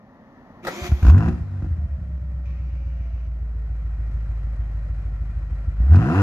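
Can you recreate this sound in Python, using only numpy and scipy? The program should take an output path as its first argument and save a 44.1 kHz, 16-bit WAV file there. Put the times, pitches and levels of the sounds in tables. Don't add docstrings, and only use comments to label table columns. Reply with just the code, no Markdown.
import sys
import numpy as np
from scipy import signal
from scipy.fft import rfft, irfft, next_fast_len
from scipy.io import wavfile
from scipy.ndimage import uniform_filter1d, map_coordinates

SR = 44100
rng = np.random.default_rng(int(sys.argv[2]) if len(sys.argv) > 2 else 0)


def bounce(signal):
    frames = np.transpose(np.atleast_2d(signal))
    limited = np.clip(frames, -1, 1)
    pcm = np.round(limited * 32767).astype(np.int16)
    wavfile.write(sys.argv[1], SR, pcm)


N = 274302

IDLE_HZ, CATCH_S = 49.6, 1.02
LADEN_S, LADEN_RISE_S = 3.3, 0.82
STARTER_ON_S, STARTER_FREE_S, STARTER_OFF_S = 0.623, 0.88, 1.11

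# frequency_hz, level_db
MUFFLER = [(20, -42), (42, -3), (68, 13), (90, 4.5), (130, -3), (190, -6.5), (300, -32), (600, -65.5),
           (2000, -100)]
OPEN_PIPE = [(40, -45), (90, -2), (150, 15.5), (175, 13.5), (240, 5), (340, 3), (430, -24.5), (520, -10),
             (610, -21.5), (720, -14.5), (1000, -25), (1450, -26.5), (2200, -48), (5000, -57), (9000, -100)]
GAS = [(260, -24.5), (450, 3.5), (610, -15.5), (695, 8.5), (806, 3.5), (879, -14.5), (959, 4.5), (1160, -1),
       (1420, 4), (2000, -9.5), (2250, -18.5), (2740, -6), (3080, -32), (3600, -37.5), (4680, -51),
       (7920, -120)]
HISS = [(1760, -29), (3000, 2), (4600, -1.5), (5220, 1), (6200, -6), (6620, -1), (7910, -15), (10400, -12),
        (14500, -22)]
PUMP_BODY = [(600, -24.5), (1200, -10), (2000, -2), (2400, 5), (2850, -3), (3300, -10), (4900, -15),
             (6000, -12.5), (8000, -36.5)]
# frequency_hz, left_minus_right_db
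EXHAUST_SIDE = [(60, -1), (110, -1.5), (200, -5), (370, 11), (680, 0.5), (1260, 3), (2310, 4), (4250, 0),
                (7810, 3), (14400, -13)]
BAY_SIDE = [(60, 0), (110, 0.5), (200, -1), (370, 1), (680, -1), (1260, 4), (2310, 6.5), (4250, -4.5),
            (7810, -9.5), (14400, -0.5)]
STARTER_SIDE = [(60, -9), (110, -12), (200, 0), (370, -1.5), (680, 0), (1260, 4.5), (2310, 4.5), (4250, -1),
                (7810, -5.5), (14400, -2.5)]


def exhaust(rate, opening, bank_sway=1.2, puff_s=0.0024, low_cut_hz=38):
    cylinders = np.array([-0.13, -0.11, -0.21, 0.11, -0.056, -0.17, -0.18, -0.1])
    # firing_hz, boom_db, lope_db, bark_db
    pipe_tuning = [(49.4, -3, 5.5, -2.5), (56.04, 2, -2.5, -1), (59.7, 3.5, 4, 5.5), (69, 1.5, 4.5, 0),
                   (99.3, -3, -7, 4), (102.2, -7.5, -8.5, 2), (115.2, -23, 0.5, 0),
                   (167.3, -6.5, -11.5, 0.5), (201, -21.5, 6, -2.5)]
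    # idle_db, full_throttle_gain_db, speed_db_per_octave, laden_gain_db
    boom_law = (-28, 27, -4.5, 3.5)
    lope_law = (-32, 16, -3, 3)
    bark_law = (-54.5, 25, 4.5, 6)
    rasp_law = (-66, 27.5, 4.5, 6)
    hiss_law = (-79, 15.5, 6, 4.5)
    speeds, boom_gain_db, lope_gain_db, bark_gain_db = np.transpose(pipe_tuning)
    boom_db = loudness(boom_law, opening ** 0.84, rate) + np.interp(rate, speeds, boom_gain_db)
    lope_db = loudness(lope_law, opening, rate) + np.interp(rate, speeds, lope_gain_db)
    lope_db -= 10 * idling(opening)
    bark_db = loudness(bark_law, opening, rate) + np.interp(rate, speeds, bark_gain_db)
    rasp_db = loudness(rasp_law, opening ** 1.14, rate)
    hiss_db = loudness(hiss_law, opening ** 1.14, rate)

    firings = np.cumsum(rate) / SR
    count = np.floor(firings - 3 / 8).astype(int)
    at = np.flatnonzero(np.diff(count)) + 1
    pulses = lambda sizes: np.bincount(at, sizes, N)
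    cylinder = count[at] % len(cylinders)
    uneven = cylinders[cylinder]
    lope_jitter, bark_jitter, jet_jitter = rng.standard_normal((len(at), 3)).T
    bank = bank_sway * (1 - 2 * (cylinder % 2)) * np.clip((rate[at] - 50) / 40, 0.2, 1)
    bank *= np.clip((bark_db[at] + 57) / 22, 0.25, 1)
    racing = np.clip((rate[at] - 130) / 50, 0, 1)

    boom = amp(boom_db) * np.sqrt(2) * np.cos(2 * np.pi * (firings + 1 / 9))
    boom = filtered(boom, lambda hz: hz ** 8 / (hz ** 8 + low_cut_hz ** 8))
    lope_sizes = 0.17 + uneven + racing * bank + 0.18 * lope_jitter
    lope = amp(lope_db) * steady(through(pulses(lope_sizes), ringing(MUFFLER)))
    roughness = (0.08 + 0.06 * opening[at]) * bark_jitter
    bark_sizes = 0.11 + 0.67 * opening[at] + bank + 0.9 * uneven + roughness
    bark = amp(bark_db) * steady(through(pulses(bark_sizes), ringing(OPEN_PIPE)))

    jet_sizes = amp(1.4 * jet_jitter + 2 * bank + 2 * uneven)
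    jets = through(pulses(jet_sizes), np.exp(-np.arange(SR // 20) / SR / puff_s))
    stream = 0.21 + np.clip((-45 - rasp_db) / 12, 0, 1)
    gate = steady(jets + stream)
    rasp = amp(rasp_db) * rush(GAS, EXHAUST_SIDE, 0.15, gate)
    hiss = amp(hiss_db) * rush(HISS, EXHAUST_SIDE, 0.12, gate + 1)
    return ramp(CATCH_S, 0.02) * (boom + lope + bark + rasp + hiss)


def firing_rate(settle_s=1.5):
    # time_s, firing_hz
    flare = [(1.02, 45.5), (1.07, 52.4), (1.13, 84.5), (1.2, 106), (1.3, 120), (1.38, 115.5), (1.45, 98),
             (1.6, 93), (1.75, 80), (1.9, 71.5), (2.05, 66.6)]
    rev = [(5.78, 51), (5.9, 73), (5.98, 96), (6.07, 138), (6.17, 195), (6.22, 203)]
    settling = IDLE_HZ + (curve(flare) - IDLE_HZ) * np.exp(-since(flare[-1][0]) / settle_s)
    return np.where(since(rev[0][0]) > 0, curve(rev), settling)


def throttle():
    # open_s, shut_s, opening_share, rise_s, fall_s
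    presses = [(0.995, 1.288, 0.9, 0.1, 0.093), (1.494, 1.76, 0.17, 0.047, 0.13),
               (5.766, 6.3, 0.28, 0.038, 0.1), (5.885, 6.3, 0.5, 0.05, 0.1), (6.032, 6.3, 0.13, 0.16, 0.1)]
    return sum(share * swell(opens, shuts, rise, fall) for opens, shuts, share, rise, fall in presses)


def loudness(law, opening, rate):
    idle_db, throttle_db, octave_db, laden_db = law
    load_db = laden_db * ramp(LADEN_S, LADEN_RISE_S)
    return idle_db + throttle_db * opening + octave_db * np.log2(rate / IDLE_HZ) + load_db


def idling(opening):
    return ramp(start_s=2, rise_s=0.16) * np.clip(1 - 3 * opening, 0, 1)


def idle_beat(rate, opening, waver_db=1.2, stray_rad=0.27):
    # order, unladen_db, laden_db
    orders = [(9, -50.5, -42.5), (10, -42, -38.5), (11, -40.5, -42.5), (12, -46.5, -49), (13, -51, -45),
              (14, -53, -44.5), (15, -51.5, -55), (16, -54.5, -41), (19, -46, -53), (20, -57, -45),
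              (22, -56.5, -55), (24, -57.5, -52.5)]
    cycles = (np.cumsum(rate) / SR + 1 / 9 - 4) / 8
    laden = ramp(LADEN_S, LADEN_RISE_S)
    beat = 0
    for order, unladen_db, laden_db in orders:
        level_db = unladen_db + (laden_db - unladen_db) * laden + waver_db * wobble(7.6)
        lag_rad = 0.9 + 0.09 * (order - 11) ** 2
        beat += amp(level_db) * np.cos(2 * np.pi * order * cycles - lag_rad + stray_rad * wobble(4.3))
    return np.sqrt(2) * idling(opening) * beat


def drones(rate, opening):
    def resonate(orders, centre_hz, width):
        return sum(near(k * rate, centre_hz, width) * tone(k * rate) for k in orders)

    low = amp(-45) * (1 - ramp(2.8, 0.36)) * resonate([2.5], centre_hz=142, width=0.2)
    high = amp(-68 + 30 * np.sqrt(opening)) * resonate([2.5, 3], centre_hz=361, width=0.026)
    growl = amp(-26) * opening * resonate([1.5], centre_hz=168, width=0.13)
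    throat = amp(-28) * opening ** 2 * resonate([2, 2.5], centre_hz=235.5, width=0.094)
    return ramp(CATCH_S, 0.02) * (low + high + growl + throat)


def roar(rate, opening, db_per_octave=11, top_firing_hz=203, flutter_db=2):
    # centre_hz, width_share, gain_db
    resonances = [(346, 0.098, -27), (503, 0.055, -36), (677, 0.058, -35), (940, 0.092, -41.5)]
    pipe = lambda hz: sum(amp(db) * near(hz, centre, width) for centre, width, db in resonances)
    orders = np.arange(4, 11) / 2
    partials = sum(pipe(k * rate) * amp(flutter_db * wobble(45)) * tone(k * rate) for k in orders)
    return opening ** 2 * amp(db_per_octave * np.log2(rate / top_firing_hz)) * partials


def pops(crack_t60_s=0.044, crack_rise_s=0.0018):
    # start_s, thump_db, bark_db, crack_db
    firings = [(0.815, -23.5, -37, -64), (0.89, -20, -44, -66), (0.917, -6.5, -20, -23),
               (1.027, -8.5, -21.5, -19.5), (1.049, -15.5, -14.5, -18), (1.065, -24, -16.5, -16.5),
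               (1.082, -15, -12.5, -16), (1.097, -28.5, -23, -15.5), (1.179, -27, -18.5, -21),
               (1.203, -37, -27.5, -27), (1.231, -34, -29, -25), (1.256, -21.5, -26.5, -27),
               (1.283, -18.5, -14, -22), (1.324, -22, -37, -33), (1.406, -18, -33.5, -45.5),
               (1.623, -17.5, -21, -38), (1.644, -20, -23, -41), (1.663, -29, -25.5, -48.5),
               (1.707, -17, -32, -48), (1.784, -22, -38, -59.5), (1.837, -22.5, -38, -59.5),
               (5.678, -19.5, -35, -50), (5.934, -30, -23, -26.5), (5.956, -25, -27, -19.5)]
    # pitch_hz, level_db, t60_s
    tip_modes = [(997, -11.5, 0.037), (1410, -3.5, 0.016), (2450, -14, 0.024)]
    thumps, barks, cracks = np.zeros((3, N))
    for start_s, *levels_db in firings:
        at = round(start_s * SR)
        thumps[at], barks[at], cracks[at] = amp(levels_db)
    muffler, pipe = ringing(MUFFLER), ringing(OPEN_PIPE)
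    thump = through(thumps, muffler / np.abs(muffler).max())
    bark = through(barks, pipe / np.abs(pipe).max())
    t = np.arange(SR // 8) / SR
    attack = 1 - np.exp(-t / crack_rise_s)
    gas = amp(-8) * rush(GAS, EXHAUST_SIDE, 0.061) + amp(-21) * rush(HISS, EXHAUST_SIDE, 0.18)
    crack = through(cracks, attack * amp(-60 * t / crack_t60_s)) * gas
    ping = amp(-2) * through(cracks, attack * modes(tip_modes, t))
    return thump + bark + crack + ping


def starter_pinion(t60_s=0.074, rise_s=0.00067):
    # start_s, clack_db, ring_db
    strikes = [(0.649, -32.5, -42), (0.669, -21.5, -28), (0.675, -33, -36), (0.682, -31, -18.5)]
    # frequency_hz, level_db
    contact = [(120, -44), (200, -22.5), (536, -9.5), (934, -10), (1100, -23.5), (1310, -5), (1460, -13),
               (1850, -11), (2640, -39.5), (3710, -19), (4600, -27.5), (6830, -34), (8620, -39),
               (14500, -34)]
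    # pitch_hz, level_db, t60_s
    housing = [(350, -15, .1), (520, 0, .05), (740, -11, .03), (1320, -14, .04), (1930, -13, .15)]
    bursts, knocks = np.zeros((2, N))
    t = np.arange(SR // 4) / SR
    attack = 1 - np.exp(-t / rise_s)
    for start_s, clack_db, ring_db in strikes:
        at = round(start_s * SR)
        knocks[at] = amp(ring_db)
        bursts[at:at + len(t)] += amp(clack_db - 60 * t / t60_s) * attack
    slide = amp(-44) * swell(0.618, strikes[0][0], 0.09, 0.024) ** 2
    return (bursts + slide) * rush(contact, STARTER_SIDE, -0.13) + through(knocks, modes(housing, t))


def starter_motor(mesh_hz=185, mesh_depth=0.11, free_share=0.37, labour_db=4):
    # time_s, speed_share
    run_up_speeds = [(.64, .6), (.7, .73), (.73, .81), (.755, .855), (.78, .955), (.81, 1), (.84, .985),
                     (.87, .955), (.95, .97)]
    # frequency_hz, level_db
    gear_spectrum = [(82, -55), (140, -12), (183, 5), (295, -22.5), (357, 7.5), (486, -46.5), (559, -17),
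                     (704, -7.5), (811, -16.5), (1160, -10.5), (1560, -15), (2380, -9.5), (3000, -24),
                     (3900, -84), (6600, -120)]
    brush_spectrum = [(1530, -21), (2600, -11.5), (3130, 9), (5410, -1), (5900, 2.5), (6960, -0.5),
                      (7810, -12), (9620, -8.5), (11900, -6), (13600, -9), (14500, -21)]
    # pitch_hz, width_hz, level_db
    partials = [(230, 9.4, -17), (365, 6.8, -7), (580, 6.26, -4.5), (734, 11.8, -3.5), (1175, 20, -7),
                (2460, 22, -10), (3670, 90, -22), (4800, 290, -15), (6260, 220, -10), (7300, 220, -9.5),
                (8500, 300, -8)]
    speed = curve(run_up_speeds)
    teeth = 1 + mesh_depth * tone(mesh_hz * speed * (1 + 0.054 * wobble(20)))
    powered = swell(STARTER_ON_S, STARTER_OFF_S, 0.039, 0.021)
    strain = free_share + (1 - free_share) * np.exp(-since(STARTER_FREE_S) / 0.0064)
    labour = amp(labour_db * swell(0.832, STARTER_FREE_S, 0.0067, 0.03))
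    run_up = ramp(STARTER_ON_S, 0.15)
    whirr = amp(-36) * rush(gear_spectrum, STARTER_SIDE, -0.14, teeth)
    brushes = amp(-50 + 5 * run_up) * rush(brush_spectrum, STARTER_SIDE, -0.15, teeth)
    treble_rolloff = lambda hz: 1 / (1 + (hz / 7400) ** 30)
    whine = sum(amp(db) * treble_rolloff(hz * speed) * narrow(hz * speed, width)
                for hz, width, db in partials)
    whine *= amp(-43) * run_up * np.exp(-since(STARTER_FREE_S) / 0.017)
    return powered * (strain * labour * (whirr + brushes) + whine)


def starter_rotor(top_hz=14300, sag=0.32, spin_up_s=0.11, coast_s=0.65):
    spin_up = 1 - sag * np.exp(-since(STARTER_FREE_S) / spin_up_s)
    hz = top_hz * spin_up * np.exp(-since(STARTER_OFF_S) / coast_s)
    whistle = amp(-68.5) * swell(STARTER_FREE_S, 1.04, 0.041, 0.13) * narrow(hz, width_hz=420)
    lower = amp(-73.5) * swell(STARTER_FREE_S, STARTER_OFF_S, 0.034, 0.47) * narrow(hz / 2, width_hz=140)
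    return whistle + lower


def engine_bay(rate, opening, tick_depth=0.05, belt_slip=0.0044):
    # idle_db, full_throttle_gain_db, speed_db_per_octave, laden_gain_db
    bay_law = (-61, 8.5, 3, 6)
    # frequency_hz, level_db
    valve_gear = [(210, -21), (350, 0), (462, -7), (523, 1.5), (723, -3), (925, -11), (1320, -5),
                  (1660, -9), (1910, -6.5), (3490, -25), (4070, -24.5), (7210, -33), (9230, -31.5),
                  (10600, -50.5), (14000, -43)]
    # firing_multiple, level_db, start_s, stop_s
    pulleys = [(7.78, -65, 1.75, 1.98), (9.2, -62.5, 1.7, 2.88), (11.45, -64, 2.85, 3.3)]
    # pitch_hz, width_hz, level_db
    cover_modes = [(1354, 50, -13), (1874, 30, -13.5), (2025, 26, -22), (2416, 30, -20), (3124, 43, -27),
                   (4000, 70, -30.5)]
    gain = amp(loudness(bay_law, opening, rate))
    ticking = 1 + tick_depth * tone(rate) + 0.21 * wobble(90)
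    valves = gain * rush(valve_gear, BAY_SIDE, -0.15, ticking)
    slowing_db = 9 * np.log2(rate / 60)
    belts = 0
    for multiple, level_db, start_s, stop_s in pulleys:
        envelope = amp(level_db + slowing_db + wobble(3.3)) * swell(start_s, stop_s, 0.08, 0.2)
        belts += envelope * tone(multiple * rate * (1 + belt_slip * wobble(40)))
    covers = gain * sum(amp(db) * narrow(hz, width) for hz, width, db in cover_modes)
    return ramp(CATCH_S, 0.2) * (valves + belts + covers)


def pump(on_s=2.44, off_s=3.27, sag=0.35, spin_up_s=0.11):
    # pitch_hz, level_db
    partials = [(1389, -8.5), (2333, -7.5), (2800, -11), (2965, -16.5), (4895, -20.5), (5918, -21)]
    inrush = np.exp(-since(on_s) / spin_up_s)
    speed = (1 - sag * inrush) * (1 + 0.004 * wobble(8))
    whine = sum(amp(db) * narrow(hz * speed, 0.0055 * hz) for hz, db in partials)
    chirp = swell(on_s, on_s + 0.18, 0.02, 0.034) * narrow(partials[0][0] * speed, width_hz=25)
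    body = amp(3 + 5 * inrush) * rush(PUMP_BODY, BAY_SIDE, -0.1)
    return amp(-67) * swell(on_s, off_s, 0.023, 0.019) * (body + whine + chirp)


def pump_valve(decay_s=0.015):
    # start_s, level_db
    clicks = [(2.455, -53.5), (2.503, -57)]
    envelope = sum(amp(db) * swell(s, s, 0.002, decay_s) for s, db in clicks)
    return envelope * rush(PUMP_BODY, BAY_SIDE, -0.12)


def hum(start_s=3.36, stop_s=3.66, pitch_hz=436, level_db=-64):
    return amp(level_db) * swell(start_s, stop_s, 0.037, 0.037) * tone(pitch_hz * (1 + 0.0054 * wobble(10)))


def trees(x, delay_samples=700, low_cut_hz=250):
    # frequency_hz, t60_s
    decay_times = [(100, 1), (1000, 0.13), (8000, 0.15)]
    bands_hz, t, noise = signal.stft(rng.standard_normal((2, SR // 2)), SR, nperseg=256)
    decay = amp(-60 * t / along(decay_times, bands_hz)[:, None])
    tail = signal.istft(noise * decay, SR, nperseg=256)[1]
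    delayed = np.pad(x, ((0, 0), (delay_samples, 0)))
    echo = signal.fftconvolve(delayed, tail / np.linalg.norm(tail[0]), axes=1)[:, :N]
    return filtered(echo, lambda hz: hz ** 2 / (hz ** 2 + low_cut_hz ** 2))


def outdoors(first_db=-51, rise_db_per_s=9, late_db=-59, fall_s=0.94):
    # frequency_hz, level_db
    spectrum = [(18, -50.5), (30, -18), (187, -12.5), (234, -6), (350, -21.5), (428, -22.5), (497, -22),
                (550, -17), (1260, -24.5), (1580, -35.5), (1830, -24), (2290, -41), (6410, -54),
                (8240, -73.5), (12000, -55), (15600, -79), (22000, -120)]
    early_db = first_db + rise_db_per_s * np.minimum(since(0), STARTER_FREE_S)
    level_db = early_db + (late_db - early_db) * ramp(STARTER_FREE_S, fall_s)
    return amp(level_db + wobble(1)) * rush(spectrum, BAY_SIDE, -0.13)


def rush(spectrum, side, lead_ms, gate=1):
    # frequency_hz, correlation
    coherence = [(100, 0.92), (300, 1), (700, 1), (1400, 1), (2500, 0.53), (5000, 0.11), (14000, 0.69)]

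    def mid_and_side(hz):
        angle = np.arccos(np.clip(along(coherence, hz), -1, 1)) / 2
        return amp(along(spectrum, hz)) * np.array([np.cos(angle), np.sin(angle)])

    mid, difference = filtered(rng.standard_normal((2, N)) * gate, mid_and_side)
    half = np.array([[0.5], [-0.5]])
    direction = lambda hz: amp(half * along(side, hz)) * np.exp(2j * np.pi * half * hz * lead_ms / 1000)
    return unit(filtered(np.array([mid + difference, mid - difference]), direction))


def ringing(spectrum, size=16384):
    cepstrum = irfft(np.log(amp(along(spectrum, np.fft.rfftfreq(size, 1 / SR)))))
    cepstrum[1:size // 2] *= 2
    cepstrum[size // 2 + 1:] = 0
    return irfft(np.exp(rfft(cepstrum)))


def modes(table, t):
    return sum(amp(db - 60 * t / t60_s) * np.sin(2 * np.pi * hz * t) for hz, db, t60_s in table)


def narrow(hz, width_hz):
    phase = 2 * np.pi * np.cumsum(np.broadcast_to(hz, N)) / SR
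    return unit(wobble(2 * width_hz) * np.cos(phase) + wobble(2 * width_hz) * np.sin(phase))


def near(hz, centre_hz, width):
    return 1 / (1 + (np.log(hz / centre_hz) / width) ** 4)


def tone(hz):
    return np.sqrt(2) * np.sin(2 * np.pi * np.cumsum(hz) / SR)


def filtered(x, response):
    size = next_fast_len(N + SR // 2, True)
    return irfft(rfft(x, size) * response(np.fft.rfftfreq(size, 1 / SR)), size)[..., :N]


def through(x, response):
    return signal.fftconvolve(x, response)[:N]


def steady(x, size=4000):
    power = np.abs(uniform_filter1d(uniform_filter1d(x * x, size), size))
    return x / np.sqrt(power + 1e-6 * power.mean())


def unit(x):
    return x / np.sqrt(np.mean(x ** 2) + 1e-20)


def amp(db):
    return 10 ** (np.asarray(db) / 20)


def along(points, hz):
    frequencies, values = np.transpose(points)
    return np.interp(np.log(hz + 1), np.log(frequencies + 1), values)


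def curve(points):
    return np.interp(np.arange(N) / SR, *np.transpose(points))


def wobble(rate):
    return map_coordinates(rng.standard_normal(int(N * rate / SR) + 4), [np.arange(N) * rate / SR])


def since(start_s):
    return np.maximum(np.arange(N) / SR - start_s, 0)


def ramp(start_s, rise_s):
    return np.minimum(since(start_s) / rise_s, 1)


def swell(start_s, stop_s, rise_s, fall_s):
    return ramp(start_s, rise_s) * np.exp(-since(stop_s) / fall_s)


def scene():
    rate, opening = firing_rate(), throttle()
    car = exhaust(rate, opening) + idle_beat(rate, opening)
    car += drones(rate, opening) + roar(rate, opening) + pops()
    car += starter_pinion() + starter_motor() + starter_rotor()
    car += engine_bay(rate, opening) + pump() + pump_valve() + hum()
    return car + amp(-13) * trees(car) + outdoors()


def record(dry, top_hz=14700):
    rounded = dry / (1 + dry ** 8) ** (1 / 8)
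    return filtered(rounded, lambda hz: 1 / (1 + (hz / top_hz) ** 160))


dry = scene()
out = record(dry)
bounce(out)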